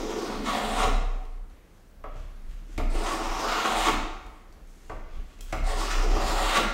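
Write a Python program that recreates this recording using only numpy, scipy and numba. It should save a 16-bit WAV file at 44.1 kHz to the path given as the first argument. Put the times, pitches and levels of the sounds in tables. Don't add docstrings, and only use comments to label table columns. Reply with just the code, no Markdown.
import sys
import numpy as np
from scipy import signal
from scipy.io import wavfile
from scipy.ndimage import uniform_filter1d
from numba import njit

SR = 44100
rng = np.random.default_rng(int(sys.argv[2]) if len(sys.argv) > 2 else 0)


def pcm_store(signal):
    levels = np.round(np.clip(np.atleast_2d(signal), -1, 1) * 32767)
    wavfile.write(sys.argv[1], SR, levels.astype(np.int16).T)


N = 296793

# time in seconds, then blade bite, strip groan and hiss in dB.
STROKES = [
    [(0.0, -55.5, -35.5, -56.5), (0.11, -49, -37, -52), (0.32, -46, -36, -52), (0.42, -60, -40, -57.5),
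     (0.49, -35, -39.5, -42.5), (0.58, -41.5, -34, -47), (0.72, -45.5, -37.5, -50),
     (0.8, -37.5, -39.5, -45), (0.88, -45, -28.5, -62)],
    [(2.9, -62, -69, -60.5), (2.95, -45.5, -38, -49.5), (3.08, -43.5, -43.5, -49),
     (3.21, -43.5, -39.5, -51), (3.28, -44.5, -44.5, -47.5), (3.43, -41, -37, -47.5),
     (3.51, -34.5, -44.5, -45.5), (3.62, -38.5, -38.5, -43), (3.75, -38.5, -40, -44),
     (3.85, -36, -39, -38.5), (3.9, -35, -29, -58)],
    [(5.64, -59, -64, -59), (5.67, -48.5, -51, -47.5), (5.75, -47.5, -43, -49.5), (5.91, -44, -51, -47),
     (6.07, -50, -37, -55), (6.12, -44, -41, -49.5), (6.18, -41, -38.5, -48.5), (6.26, -42.5, -40.5, -46.5),
     (6.34, -39, -38.5, -46), (6.44, -39.5, -40, -40), (6.52, -35.5, -46, -39.5), (6.575, -31, -32, -33.5),
     (6.61, -55, -29.5, -77), (6.67, -42, -55, -65)],
]
# time in seconds, pitch in Hz.
BLADE_HZ = [(0.1, 825), (0.48, 1180), (0.58, 765), (0.72, 720), (0.8, 1000), (0.86, 820), (2.95, 640),
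            (3.1, 1050), (3.3, 950), (3.44, 785), (3.49, 1530), (3.58, 1250), (3.68, 955), (3.76, 750),
            (3.87, 1120), (5.7, 790), (5.85, 1150), (5.92, 1570), (5.96, 1130), (6.1, 520), (6.22, 860),
            (6.4, 850), (6.47, 1080), (6.57, 1335), (6.67, 1320)]
STRIP_HZ = [(0.1, 375), (0.24, 347), (0.33, 267), (0.46, 230), (0.52, 320), (0.8, 307), (2.95, 354),
            (3.5, 327), (5.75, 380), (6.3, 344)]
CURL_HZ = [(0.12, 5940), (0.25, 4700), (0.5, 3760), (0.9, 3600), (2.93, 4470), (3.2, 5300), (3.4, 5500),
           (3.52, 4200), (3.65, 3500), (3.9, 3450), (5.66, 4400), (5.92, 5100), (6.1, 5450), (6.25, 4400),
           (6.4, 3820), (6.6, 3700)]
# time in seconds, relative level in dB.
SHEEN_DB = [(0.05, -23), (0.25, -2), (0.5, -2), (0.77, 7), (0.86, 5), (2.95, 6), (3.07, 6), (3.25, -1),
            (3.5, -12), (3.78, 4.5), (3.85, 0), (3.9, -9), (5.7, 4.5), (5.84, 2), (6.08, -8), (6.25, -6),
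            (6.45, 1), (6.6, 0)]

# centre in Hz, width in Hz, gain in dB.
PLANE_MODES = [(562, 58, -5.5), (689, 64, -1.5), (763, 65, -1), (937, 85, -6), (1037, 56, -4.5),
               (1109, 95, -5), (1237, 81, -3.5), (1362, 110, -4.5), (1481, 177, -7), (1640, 210, -15)]
BENCH_MODES = [(124.3, 22.4, -10), (141.7, 11, -9), (231, 60, -3.5), (308.2, 38, 2.5), (409, 49, -1.5),
               (466, 167, -8.5)]
FIBRE_MODES = [(1820, 255, 4.5), (2170, 180, 5), (2445, 244, 3.5), (2950, 550, 1.5), (3794, 550, -4),
               (4500, 300, -6.5)]
SHAVING_MODES = [(4730, 2140, -4.5), (6420, 960, 0.5), (7110, 850, -1)]
SHEEN_MODES = [(7880, 500, -6.5), (8370, 1130, -11), (8950, 370, -5.5)]
HISS_TOP_MODES = [(11000, 1300, -10), (12900, 710, 7), (13700, 1700, 0.5)]
STRUCK_STRIP_MODES = [(447, 45, -1), (593, 74, 0), (706, 104, 1), (920, 120, -6.5)]
STRUCK_PLANE_MODES = [(1050, 146, -5), (1200, 130, -1), (1357, 123, -2), (1770, 550, -13.5),
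                      (2270, 620, -15.5)]
HEEL_MODES = [(335, 104, -0.98), (485, 100, -2), (695, 155, 1)]
FRAME_MODES = [(67, 10, 2), (125.6, 49, 4.9)]
CLICK_MODES = [(3080, 1500, 0.5), (6650, 3500, -4), (12500, 6000, -18)]
IRON_MODES = [(2090, 220, 3), (2550, 450, -4.5)]
SLEEVE_MODES = [(1250, 690, 20.5), (3150, 1800, 16.5), (6800, 1500, -2)]
PAPERY_MODES = [(6750, 2900, 12), (12000, 8500, -11)]

# time of full swing in seconds, level in dB, hold in seconds.
SHOVES = [(0.0, -36, 0.056), (0.39, -35, .01), (0.51, -36, .02), (0.67, -32.5, 0.2), (0.94, -22, 0.0083),
          (1.07, -29, 0.088), (1.33, -36.5, 0.1), (2.1, -37, 0.17), (2.47, -37, 0.12), (2.83, -24.5, 0.17),
          (3.3, -30, 0.018), (3.47, -33.5, 0.038), (3.8, -33, .01), (3.94, -30, 0.087),
          (4.14, -34.5, 0.0078), (4.27, -39, .02), (4.5, -42.5, 0.0093), (4.67, -43.5, .01),
          (4.97, -34, 0.092), (5.17, -28, 0.0048), (5.42, -37.5, 0.028), (5.6, -25.5, 0.2),
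          (5.99, -20.5, 0.16), (6.26, -27, 0.21), (6.67, -30, 0.016)]
# time in seconds, pitch in Hz.
SWAY_HZ = [(0.0, 28.96), (5.6, 29.43), (5.98, 31.4), (6.73, 32.8)]
# frequency in Hz, relative spectral density in dB.
ROOM_TONE = [(24, -29), (40, 4), (83, -2.5), (120, -27), (166, -7.5), (399, -15), (440, -11), (552, -19),
             (1830, -26), (2730, -33), (15700, -41.5)]
# peak time in seconds, level in dB, rise and fade in seconds.
CATCHES = [(0.46, -41, .012, 0.026), (0.79, -41, 0.02, 0.05), (0.834, -34.5, .012, 0.018),
           (3.066, -36.5, 0.0072, 0.033), (3.48, -44, .015, 0.032), (3.871, -30.5, 0.033, 0.018),
           (5.814, -39.5, 0.0076, 0.014), (5.915, -35, 0.0087, 0.028), (6.565, -32.5, .015, 0.026)]
# time in seconds, level in dB, then offsets in dB for the plane's ring,
# bench top, thud, click and heel.
KNOCKS = [(0.845, -31, -6, -16, -2, -22, -6), (2.039, -29.5, 1, -23.5, -20, -34, -7.5),
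          (2.157, -47.5, 0, -18, 4.5, -20, -11), (2.617, -60, 0, 2, 7, -11, -6),
          (2.69, -60, 0, 9, 4, -6, -6), (2.778, -29, -3.5, -1.5, 0.5, -8.5, 4.5),
          (3.885, -22, 1, -5.5, -15, -8.5, -5), (4.896, -27.5, 0, -18, -16, -26, -6),
          (5.389, -54, 2, 3.5, -2, -7, -1), (5.525, -22, 0.5, -14.5, -12, -13.5, -3.5),
          (6.581, -21, -5, -12, -18, -26, -5)]
# time in seconds, level in dB, centre in Hz.
SHAVING_CRACKS = [(1.252, -45, 3170), (1.4994, -56, 4030), (4.264, -46, 5220), (4.5251, -49.5, 5000),
                  (4.6725, -51.5, 7070), (4.931, -62, 3560), (5.387, -54, 5000), (5.408, -33.5, 6860),
                  (5.408, -33, 3300)]
# peak time in seconds, level in dB, rise in seconds, rustle offset in dB.
BRUSHES = [(1.51, -68, 0.073, -7), (1.76, -73, 0.28, -1), (2.17, -58, 0.099, -9), (2.51, -61, 0.053, -7),
           (2.73, -59.5, 0.1, -4.5), (4.35, -67, 0.027, -12), (4.53, -74, .06, -3), (4.7, -71, .05, 3),
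           (4.88, -68.5, 0.55, 0.5), (5.15, -62, 0.4, -12), (5.31, -63.5, 0.14, -6), (5.5, -57, 0.11, -3)]
# frequency in Hz, seconds to fall 60 dB, relative level in dB.
ROOM_ECHO = [(99, 0.46, 4), (327, 0.89, -0.5), (1090, 0.97, -3.5), (2980, 0.83, -1.5), (6460, 0.76, -3.5),
             (9000, 0.48, -2), (11300, 0.33, -2.5), (15200, 0.52, 4.5)]

BITE_DB, HISS_DB, TEAR_DB = -42, -48, -44
TEAR_PER_BITE, TEAR_PER_HISS = 0.15, 0.98
SHOVE_RISE_S, SWAY_FADE_DB_S, SWAY_REST_DB = 0.17, 103, -55
CRACK_S, SETTLE_S = 0.0042, 0.011
HEEL_DELAY_S = 0.017
WOOD_HZ = 3500
BRUSH_FADE_DB_S = 100
ECHO_DB, ROOM_TONE_DB, TOP_HZ = 1.5, -54.5, 15730


def undb(db):
    return 10 ** (np.asarray(db) / 20)


def unit(x):
    return x / np.sqrt(np.mean(x ** 2))


def follow(curve):
    return np.interp(np.arange(N) / SR, *np.transpose(curve))


def walk(rate):
    step = int(SR / rate)
    return uniform_filter1d(np.repeat(rng.standard_normal(N // step + 1), step), step)[:N]


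def snaps(rate, scatter_db):
    hit = rng.random(N) < rate / SR
    return hit * undb(scatter_db * np.minimum(rng.exponential(size=N), 4)) * rng.choice([-1, 1], N)


def ring(x, modes):
    return sum((-1) ** k * undb(db) * signal.lfilter(*signal.iirpeak(hz, hz / width, SR), x)
               for k, (hz, width, db) in enumerate(modes))


def wavering_ring(x, modes, depth_db, rate):
    return sum((-1) ** k * undb(depth_db * walk(rate)) * ring(x, [mode]) for k, mode in enumerate(modes))


@njit
def glide(x, hz, width_hz):
    y, band, low = np.empty(len(x)), 0., 0.
    for i in range(len(x)):
        g, damping = np.tan(np.pi * hz[i] / SR), width_hz / hz[i]
        v = (band + g * (x[i] - low)) / (1 + g * (g + damping))
        band, low, y[i] = 2 * v - band, low + 2 * g * v, damping * v
    return y


def swell(peak_s, db, rise_s, hold_s, fade_db_s):
    t = np.arange(N) / SR - peak_s
    return undb(db + 20 * np.minimum(t, 0) / rise_s - fade_db_s * np.maximum(t - hold_s, 0)) ** 2


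def noise_bands(length):
    for hz in 45 * 2 ** np.arange(0, 8.6, .5):
        sos = signal.butter(2, [hz / 1.19, hz * 1.19], "band", fs=SR, output="sos")
        yield hz, signal.sosfilt(sos, rng.standard_normal(length))


def stroke_levels():
    rows, silent = [], [-120] * 3
    for stroke in STROKES:
        rows += [(stroke[0][0] - .02, *silent), *stroke, (stroke[-1][0] + .02, *silent)]
    times, *levels = np.transpose(rows)
    return [np.interp(np.arange(N) / SR, times, db) for db in levels]


def cutting():
    bite_db, groan_db, hiss_db = stroke_levels()
    strip_hz, curl_hz = follow(STRIP_HZ), follow(CURL_HZ)
    grain = undb(1.75 * walk(60))
    coarse, fine = snaps(1300, scatter_db=2.6), snaps(7000, scatter_db=1.5)
    body = wavering_ring(coarse, PLANE_MODES, depth_db=1.15, rate=14)
    plane = undb(bite_db) * (unit(body) + undb(3.5) * unit(glide(body, follow(BLADE_HZ), 510.0)))

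    drag = snaps(1500, scatter_db=1.5)
    groan = glide(drag, strip_hz * (1 + 0.069 * walk(40)), 133.0)
    strip = undb(-2) * unit(glide(groan, strip_hz, 135.0))
    bench = undb(groan_db - 2 + 1.3 * walk(45)) * (unit(ring(drag, BENCH_MODES)) + strip)

    tear_db = TEAR_DB + TEAR_PER_BITE * (bite_db - BITE_DB) + TEAR_PER_HISS * (hiss_db - HISS_DB)
    tear = undb(tear_db) * unit(wavering_ring(0.12 * coarse + fine, FIBRE_MODES, depth_db=1.5, rate=14))

    crackle = snaps(6000, scatter_db=2.5)
    curl = undb(1) * unit(glide(glide(crackle, curl_hz, 2100.0), curl_hz, 2100.0))
    sheen = undb(follow(SHEEN_DB) - 6) * unit(ring(crackle, SHEEN_MODES))
    top = undb(-18) * unit(ring(fine, HISS_TOP_MODES))
    hiss_gain = undb(hiss_db + 1.8 * walk(22))
    shaving = undb(-1) * unit(wavering_ring(fine, SHAVING_MODES, depth_db=1.5, rate=8))
    return grain * (plane + bench + tear + hiss_gain * (shaving + curl + sheen + top))


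def bench_sway():
    angle = 2 * np.pi * np.cumsum(follow(SWAY_HZ) * (1 + 0.0804 * walk(12))) / SR
    rumble = unit(ring(rng.standard_normal(N), [(39.5, 12.2, 5), (64, 13, -2), (130, 52, -19)]))
    powers = [swell(s, db, SHOVE_RISE_S, hold, SWAY_FADE_DB_S) for s, db, hold in SHOVES]
    phases = np.exp(2j * np.pi * rng.random(len(SHOVES)))
    swing = undb(SWAY_REST_DB) + sum(np.sqrt(power) * phase for power, phase in zip(powers, phases))
    note = np.sqrt(2) * np.imag(np.exp(1j * angle) * swing) * undb(1.3 * walk(18))
    level = np.sqrt(undb(SWAY_REST_DB) ** 2 + sum(powers))
    return note + level * rumble * undb(-14 + 3.8 * walk(6.6))


def room_tone():
    hz, db = np.transpose(ROOM_TONE)
    hush = sum(undb(np.interp(np.log(centre), np.log(hz), db) + 2.05 * walk(8.6)) * band
               for centre, band in noise_bands(N))
    return undb(ROOM_TONE_DB) * unit(hush)


def blade_catches():
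    t = np.arange(N) / SR
    grip = sum(undb(db) * np.exp(np.minimum((t - s) / rise, (s - t) / fade))
               for s, db, rise, fade in CATCHES)
    fine = snaps(6000, scatter_db=1.5)
    tear = unit(ring(fine, FIBRE_MODES))
    hiss = undb(-4) * unit(ring(fine, SHAVING_MODES + SHEEN_MODES))
    top = undb(-31) * unit(ring(fine, HISS_TOP_MODES))
    blade = undb(4) * unit(glide(ring(fine, PLANE_MODES), follow(BLADE_HZ), 340.0))
    return grip * (tear + hiss + top + blade)


def blows(times, levels_db, contact_s):
    force = np.zeros(N + SR)
    push = np.sin(np.linspace(0, np.pi, int(contact_s * SR) + 3))[1:-1]
    bounce_gaps_s = .0022 * rng.uniform(0.515, 1.49, (len(times), 4))
    for s, db, gaps in zip(times, levels_db, bounce_gaps_s):
        for bounce, delay in enumerate(np.r_[0, np.cumsum(gaps)]):
            at = int((s + delay) * SR)
            force[at:at + len(push)] += undb(db - 3 * bounce) * push / push.sum()
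    return force[:N]


def crunch(times, levels_db, fade_s):
    t = np.arange(N) / SR
    envelope = sum(undb(db) * (t >= s) * np.exp(-np.maximum(t - s, 0) / fade_s)
                   for s, db in zip(times, levels_db))
    return envelope * unit(snaps(9000, scatter_db=2.5))


def landing(times, db, heel_db):
    toe = undb(27.5) * blows(times, db, contact_s=.0001) + undb(11.5) * crunch(times, db, SETTLE_S)
    return toe + undb(7.5) * crunch(times + HEEL_DELAY_S, db + heel_db, 1.45 * SETTLE_S)


def plane_knocks():
    times, db, plane_db, top_db, thud_db, click_db, heel_db = np.transpose(KNOCKS)
    strip = ring(landing(times, db, heel_db), STRUCK_STRIP_MODES)
    plane = ring(landing(times, db + plane_db, heel_db), STRUCK_PLANE_MODES)
    heel = undb(8) * ring(crunch(times + HEEL_DELAY_S, db + heel_db, 1.6 * SETTLE_S), HEEL_MODES)
    top = undb(52.5) * ring(blows(times, db + top_db, contact_s=0.0026), BENCH_MODES)
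    thud = undb(53.5) * ring(blows(times, db + thud_db, contact_s=0.0073), FRAME_MODES)
    click = undb(8) * ring(crunch(times, db + click_db, 1.9 * CRACK_S), CLICK_MODES)
    iron = undb(15) * ring(crunch(times, db + click_db, SETTLE_S), IRON_MODES)
    softened = signal.lfilter(*signal.butter(2, WOOD_HZ, fs=SR), strip + plane + heel)
    return softened + top + thud + click + iron


def shaving_cracks():
    return sum(ring(crunch([s], [db], CRACK_S), [(hz, 0.77 * hz, -2)]) for s, db, hz in SHAVING_CRACKS)


def brushing():
    rub = snaps(5000, scatter_db=2.5)
    dull_power = sum(swell(s, db, rise, 0, BRUSH_FADE_DB_S) for s, db, rise, _ in BRUSHES)
    rustle_power = sum(swell(s, db + offset, rise, 0, BRUSH_FADE_DB_S) for s, db, rise, offset in BRUSHES)
    sleeve = np.sqrt(dull_power) * unit(ring(rub, SLEEVE_MODES))
    rustle = np.sqrt(rustle_power) * unit(ring(rub, PAPERY_MODES))
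    return undb(walk(7.3)) * (sleeve + rustle)


def workshop(direct):
    t = np.arange(int(1.2 * SR)) / SR
    hz, t60, db = np.transpose(ROOM_ECHO)
    tail = np.zeros(len(t))
    for centre, band in noise_bands(len(t)):
        band_db, decay_s = (np.interp(np.log(centre), np.log(hz), column) for column in (db, t60))
        tail += band * undb(band_db) * 1000 ** (-t / decay_s)
    tail *= np.clip((t - .003) / 0.0052, 0, 1)
    tail *= undb(ECHO_DB) / np.sqrt(np.sum(tail ** 2))
    lead = SR // 4
    echo = signal.fftconvolve(np.r_[direct[:lead], direct], tail)
    return direct + echo[lead:lead + N]


def scene():
    work = cutting() + blade_catches() + plane_knocks() + shaving_cracks() + brushing()
    at_microphone = workshop(work) + bench_sway() + room_tone()
    return np.array([at_microphone, at_microphone])


def record(dry):
    return signal.sosfilt(signal.ellip(12, .2, 90, TOP_HZ, fs=SR, output="sos"), dry)


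dry = scene()
out = record(dry)
pcm_store(out)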